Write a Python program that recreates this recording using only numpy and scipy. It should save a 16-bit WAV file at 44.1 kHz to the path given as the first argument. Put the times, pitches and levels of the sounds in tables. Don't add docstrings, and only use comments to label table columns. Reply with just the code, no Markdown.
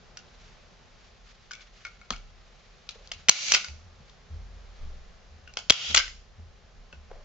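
import sys
import numpy as np
from scipy import signal
from scipy.fft import rfft, irfft
from scipy.io import wavfile
from scipy.ndimage import uniform_filter1d

SR = 44100
rng = np.random.default_rng(int(sys.argv[2]) if len(sys.argv) > 2 else 0)


def voltage_ratio(level):
    return 10 ** (np.asarray(level, float) / 20)


def unload_wav(signal):
    wavfile.write(
        sys.argv[1],
        SR,
        np.round(np.clip(np.atleast_2d(signal).T, -1, 1) * 32767).astype(np.int16),
    )


N = 319328
T = np.arange(N) / SR

# (time [s], peak [dB], ring [Hz], deepest gain [dB], recovery [s])
SHOTS = [
    (3.2931, 2, 6000, -42, 0.21),
    (5.703, 0.2, 3207, -38.5, 0.2),
]
# (time [s], peak [dB], ring [Hz], left minus right [dB])
STAPLE_CLICKS = [(0.1716, -28, 4860, 0), (1.509, -38, 5000, 6), (1.5148, -29.5, 5360, -2.1),
                 (1.5335, -30, 5360, 4), (1.5514, -35.5, 2310, 2), (1.6073, -46, 3480, 4),
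                 (1.8499, -28.5, 2270, 2), (1.8648, -38, 2160, 6), (2.134, -41, 5000, 3),
                 (2.8905, -22, 3790, 4.5), (3.1164, -22, 2900, 2.5), (3.119, -26.5, 4983, 4),
                 (3.3125, -22.5, 5900, 3), (3.483, -19.5, 6370, 1.6), (3.6449, -22.5, 4750, 0.6),
                 (4.0963, -45, 3360, 2), (5.7215, -18.5, 2750, 2.5), (5.7415, -28.5, 2750, 7),
                 (6.079, -30, 2022, 1)]
# (time [s], peak [dB], ring [Hz], left minus right [dB])
BUMPS = [(2.0143, -44, 2250, 2.1), (2.1054, -15.5, 3280, 5), (2.1278, -33, 2630, 4),
         (2.1625, -34.5, 2980, 3), (3.0734, -38, 4950, 5), (3.684, -30, 2410, -1.1),
         (5.477, -42, 2784, 2.5), (5.5379, -35, 4910, -1.5), (5.5706, -15, 3023, 2), (5.9107, -26, 3400, 7),
         (6.9273, -40.5, 2700, 0)]
# (time [s], peak [dB], ring [Hz], chatter [ms], left minus right [dB])
LATCH_AND_HANDLE = [(3.2856, -4, 2930, 2.45, 2.5), (3.5196, -6.5, 1930, .7, -1),
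                    (3.5208, -0.4, 5810, 1.8, 1.3), (3.537, -11, 2640, 2.5, -3.5),
                    (3.542, -8, 5100, 4.4, -3), (3.547, -5.5, 2700, 1.1, 0), (3.5495, -7, 2400, 1.8, 2),
                    (5.698, -4, 2706, 1.6, 5.5), (5.9452, -10, 1995, .6, -5.5), (5.947, 0, 6700, 2, 9),
                    (5.962, -7.5, 5800, 1.6, -2.5), (5.970, -6.5, 3140, 2.9, 7), (5.976, -5, 4874, 1.8, 3),
                    (5.982, -14, 2130, 1.4, -3)]
# (time [s], peak [dB], low tone [Hz], high tone [Hz], high tone level [dB])
SINGING_TAPS = [(.171, -41.5, 1456, 2770, -1.1), (1.51, -31, 1500, 2250, -16), (1.535, -38, 2220, 3460, 2),
                (1.576, -52, 1490, 2300, 8), (1.594, -54, 1510, 2300, 8), (1.608, -48, 2310, 3450, 0),
                (1.866, -42, 1410, 2170, 11), (5.999, -22.5, 1545, 2200, 6), (6.038, -35, 1506, 2200, 2.5),
                (1.851, -30.5, 1384, 2210, 4), (2.014, -44.5, 1420, 2200, 6), (2.134, -36, 1420, 2250, 5.5),
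                (3.55, -20, 1508, 2070, 6), (5.475, -42, 1510, 2750, 8.5), (5.974, -18, 1548, 2060, 8),
                (3.644, -32.5, 1480, 2200, 1.5), (5.57, -31, 1518, 2200, 1), (6.927, -43, 1465, 2674, 6.5)]
# (tone [Hz], width [Hz], level [dB])
CASING = [(1420, 330, -12.5), (2750, 1200, -11.5), (4300, 900, -14), (5460, 1200, -21.5)]
# (time [s], peak [dB], tone [Hz], fall by 60 dB [s], chatter [ms])
FRAME_KNOCKS = [(2.105, -17, 1190, 0.0056, 3.3), (2.105, -28.5, 241, 0.028, 7.4),
                (2.95, -46.5, 520, 0.013, 120), (3.2923, -27.5, 106, .04, 7.1), (3.293, -21, 520, 0.03, 4),
                (4.001, -44.5, 155, 0.048, 6.5), (5.7054, -31, 109.4, 0.02, 2.5),
                (3.117, -37.5, 700, .012, 2.5), (5.7055, -38.5, 54.8, .05, 2.6), (5.703, -22, 443, .02, 4),
                (5.898, -36, 259, 0.052, 21.5), (6.39, -45, 219.6, 0.048, 12), (6.933, -37, 110, 0.02, 6.3),
                (7.106, -46, 672, .02, 3.4), (7.113, -32.5, 500, 0.025, 5), (7.129, -43, 564, 0.025, 61),
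                (7.21, -50, 583, 0.023, 9.7)]
# (tone [Hz], width [Hz])
BOARDS = [(38, 22), (78, 31)]
SHIVER_DB = [-58.5, -68.5]
# (time [s], peak [dB], tone [Hz], fall by 60 dB [s])
WEIGHT_SHIFTS = [(0.018, -50, 34, .8), (1.899, -52, 44.4, .5), (2.09, -39, 37.87, 1.1),
                 (2.1, -58, 78, 0.55), (3.13, -52.5, 80, .4), (3.668, -39, 76.4, 0.38),
                 (3.812, -47, 81.6, 0.41), (3.971, -52, 62.5, .4), (4.29, -34.5, 79.9, 0.35),
                 (4.31, -39, 41.55, 2.2), (4.44, -49.5, 74.1, 1.8), (4.78, -33.5, 21.57, 0.86),
                 (4.791, -39, 60.9, 0.79), (5.26, -49, 78.5, 0.99), (5.4, -47.5, 75, .5),
                 (5.861, -46.5, 71.8, 0.43), (5.92, -43, 39.95, 1.8), (6.049, -49.5, 71.6, 0.98),
                 (6.359, -41.5, 79.8, 0.47), (6.419, -50, 39.2, 0.82), (6.5, -54, 71, 0.52),
                 (6.721, -43.5, 34.5, 0.53), (6.919, -45.5, 69.5, .6), (6.95, -50, 35.1, 0.68),
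                 (7.08, -42, 23.14, .9)]
# (loudest time [s], level [dB], swell [s], fade [s])
RUSTLES = [(.46, -57.5, 0.24, 0.2), (1.04, -58.5, 0.15, .08), (1.28, -56, 0.048, 0.11),
           (1.46, -69, 0.12, .1), (1.62, -55, 0.092, 0.075), (1.77, -56, 0.057, 0.22),
           (2.7, -65, 0.68, 0.58), (2.96, -62.5, .08, 0.079), (3.05, -61, 0.056, 0.053),
           (3.2, -55.5, 0.056, 0.07), (4.09, -62, .15, .1), (4.8, -60.5, .15, .25), (1.6, -65, 3.1, 4.1)]
# (frequency [Hz], level per Hz [dB])
CLOTH_COLOUR = [(500, -22), (1200, 2), (2500, 3.5), (4500, 2), (7000, -3)]
# (frequency [Hz], level per Hz [dB])
HUM_COLOUR = [(20, -3.5), (40, 4), (70, -1), (150, 1), (500, -4.5), (2500, -13.5), (5000, -16),
              (7500, -20.5)]
# (delay [ms], level [dB], smear [ms])
WALL_ECHOES = [(17.87, -10.5, 1), (26.8, -18, 4), (33.2, -31.5, 5)]
# (band [Hz], level [dB], fall by 60 dB [s])
ROOM_BANDS = [(143, -33, 0.46), (500, -35, .3), (1200, -25.5, 0.25), (2640, -22, 0.34), (4400, -24, 0.076),
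              (7100, -25.5, 0.48)]
# (frequency [Hz], width [Hz], depth [0-1])
HOUSING_DIPS = [(297.5, 150, 0.89), (951, 50, 0.9)]

SQUEEZE_DB = -22


def unit(x):
    return x / np.sqrt(np.mean(x ** 2))


def crest(x, db):
    return voltage_ratio(db) * x / abs(x[:2].mean(0)).max()


def peak(x, hz, width):
    return signal.lfilter(*signal.iirpeak(hz, hz / width, SR), x)


def coloured(shape, points):
    hz, db = np.transpose(points)
    f = np.maximum(np.arange(shape[-1] // 2 + 1) * SR / shape[-1], 1)
    slope = voltage_ratio(np.interp(np.log(f), np.log(hz), db)) * (f > 15)
    return unit(irfft(rfft(rng.standard_normal(shape)) * slope, shape[-1]))


def pair(x, apart):
    return (x[0] + apart * x[1] * np.array([[1], [-1]])) / np.sqrt(1 + apart ** 2)


def walk(rate):
    hold = int(SR / rate)
    steps = np.repeat(rng.standard_normal(N // hold + 1), hold)
    return 1.6 * uniform_filter1d(steps, hold)[:N]


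def facets(envelope, apart):
    noise = rng.standard_normal((4, len(envelope)))
    return np.vstack([pair(noise[:2], apart), noise[2:]]) * envelope


def add(out, s, x, pan_db):
    for ch, (lag, side) in enumerate(((2, 1), (0, -1), (0, 0), (0, 0))):
        i = int(s * SR) + lag
        piece = x[ch, :N - i]
        out[ch, i:i + len(piece)] += piece * voltage_ratio(side * pan_db / 2)


def gain_db(t):
    hold_s, fall_s = 0.004, 0.0015
    out = 0 * t
    for s, _, _, deep_db, back in SHOTS:
        age = t - s
        fall = np.clip((age - hold_s) / fall_s, 0, 1)
        rise = np.clip(1 - age / back, 0, 1) ** 0.92
        out = out + (age >= 0) * (SQUEEZE_DB + fall * (deep_db * rise - SQUEEZE_DB))
    return out


def hum():
    return voltage_ratio(-54.5 + 1.1 * walk(0.91)) * pair(coloured((2, N), HUM_COLOUR), 0.58)


def floor_boards():
    lean_s = 0.036
    out, age = np.zeros((4, N)), np.arange(SR) / SR
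    for (hz, width), db in zip(BOARDS, SHIVER_DB):
        noise = pair(rng.standard_normal((2, N)), 1 / 4)
        shiver = peak(peak(noise, hz, width), hz, width)
        out[:2] += voltage_ratio(db) * unit(shiver)
    for s, db, hz, t60 in WEIGHT_SHIFTS:
        wander = np.cumsum(rng.standard_normal(SR)) * 4.3 / np.sqrt(SR) + np.array([[.25], [-.25]])
        arrival = 1 - np.exp(-(age / lean_s) ** 2)
        swing = np.sin(2 * np.pi * hz * age + wander) * arrival * voltage_ratio(-60 * age / t60)
        swing = np.vstack([swing, 0 * swing])
        add(out, s, crest(swing, db - gain_db(s)), 0.1)
    return out[:2]


def clack(hz, thud_db, envelope, ring_db):
    burst = facets(envelope, 0.26)
    bright = signal.sosfilt(signal.butter(2, [1900, 6900], "band", fs=SR, output="sos"), burst)
    ring = crest(peak(burst, hz, hz / 9), ring_db)
    ring = ring * np.array([[1], [1], [1 / 3], [1 / 3]])
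    casing = sum(crest(peak(burst, f, width), db) for f, width, db in CASING)
    thud = crest(peak(burst, 820, 530), min(thud_db, -8))
    return crest(crest(bright, 0) + ring + casing, 0) + thud


def small_clacks(out):
    age = np.arange(4000) / SR
    hits = [(s, db, hz, -28.5, 2.3, pan_db) for s, db, hz, pan_db in STAPLE_CLICKS]
    hits += [(s, db, hz, -12.5, 1.5, pan_db) for s, db, hz, pan_db in BUMPS]
    for s, db, hz, ms, pan_db in LATCH_AND_HANDLE:
        thud_db = -18.5 - 8.5 * np.log2(hz / 2000)
        hits.append((s, db, hz, thud_db, ms, pan_db))
    for s, db, hz, thud_db, ms, pan_db in hits:
        u = age / (ms / 1000)
        envelope = np.sqrt(u) * np.exp(-u ** 1.05)
        add(out, s - .0004, voltage_ratio(db - gain_db(s)) * clack(hz, thud_db, envelope, -0.69), pan_db)


def singing_taps(out):
    age = np.arange(4000) / SR
    for s, db, low_hz, high_hz, high_db in SINGING_TAPS:
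        rattle = np.cumsum(rng.standard_normal((2, len(age))), axis=1) * 13.0 / np.sqrt(SR)
        low = np.sin(2 * np.pi * low_hz * age + rattle[0])
        high = voltage_ratio(high_db - 6.5) * np.sin(2 * np.pi * high_hz * age + rattle[1])
        song = (low + high) * voltage_ratio(-60 * age / 0.045) * np.minimum(age / 0.0008, 1)
        add(out, s, voltage_ratio(db - gain_db(s)) * np.tile(song, (4, 1)), 3.0)


def driver_blows(out):
    age = np.arange(4000) / SR
    for s, db, hz, _, _ in SHOTS:
        shudder = voltage_ratio(-40 * np.maximum(age - 0.0033, 0) / 0.019)
        envelope = shudder * (1 + np.exp(-age / 0.00036) / 2)
        add(out, s, voltage_ratio(db + 5.0 - SQUEEZE_DB) * clack(hz, -22.5, envelope, 1.5), 1)


def gun():
    out = np.zeros((4, N))
    small_clacks(out)
    singing_taps(out)
    driver_blows(out)
    low = signal.sosfilt(signal.butter(2, 800, fs=SR, output="sos"), out[:2])
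    out[:2] += .8 * (low.mean(0) - low)
    return out


def room(x):
    age = np.arange(int(.6 * SR)) / SR
    noise = rng.standard_normal((2, 3, 1, len(age)))
    tail = 0
    for hz, db, t60 in ROOM_BANDS:
        band = peak(pair(noise, min(hz / 3000, .85)), hz, hz) * voltage_ratio(-60 * age / t60)
        tail = tail + voltage_ratio(db) * band / np.sqrt(np.sum(band ** 2) / 2)
    tail = tail * np.minimum(age / 0.0037, 1) * 2
    for ms, db, smear in WALL_ECHOES:
        late = age - ms / 1000
        echo = rng.standard_normal(tail.shape) * (late >= 0) * np.exp(-abs(late) / (smear / 2000))
        tail = tail + voltage_ratio(db) * echo / np.sqrt(np.sum(echo ** 2) / 2)
    faces = np.vstack([x[:2].mean(0), x[2:]])[:, None]
    return signal.fftconvolve(faces, tail, axes=2).sum(0)[:, :N]


def cloth():
    level = 0
    for s, db, swell, fade in RUSTLES:
        level = level + voltage_ratio(db - 20 * np.maximum((s - T) / swell, (T - s) / fade))
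    grain = voltage_ratio(2.0 * walk(90) + 0.5)
    return pair(coloured((2, N), CLOTH_COLOUR), 0.56) * level * grain


def frame():
    out, age = np.zeros((4, N)), np.arange(8000) / SR
    for s, db, hz, t60, ms in FRAME_KNOCKS:
        push = facets(np.exp(-age / (ms / 1000)), 0.2)
        ring = peak(push, hz, 2.2 / t60)
        add(out, s, crest(ring, db - gain_db(s + .003)), 0.3)
    return out


def scene():
    metal, wood = gun(), frame()
    echoes = room(metal + voltage_ratio(-9.0) * wood)
    return hum() + floor_boards() + metal[:2] + echoes + cloth() + wood[:2]


def band_limit(x):
    return signal.sosfilt(signal.butter(12, 16300, fs=SR, output="sos"), x)


def record(dry):
    x = dry
    for hz, width, depth in HOUSING_DIPS:
        x = x - depth * peak(x, hz, width)
    x = x * voltage_ratio(gain_db(T))
    x = 1.3 * np.tanh(x / 1.3)
    x = x - 0.62 * peak(x, 7600, 1600)
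    x = signal.sosfilt(signal.cheby2(12, 52, 1.1725 * 7200, fs=SR, output="sos"), x)
    x = np.clip(x, -.88, .88)
    x = signal.sosfilt(signal.cheby2(10, 60, 16300, fs=SR, output="sos"), x)
    return band_limit(x)


dry = scene()
out = record(dry)
unload_wav(out)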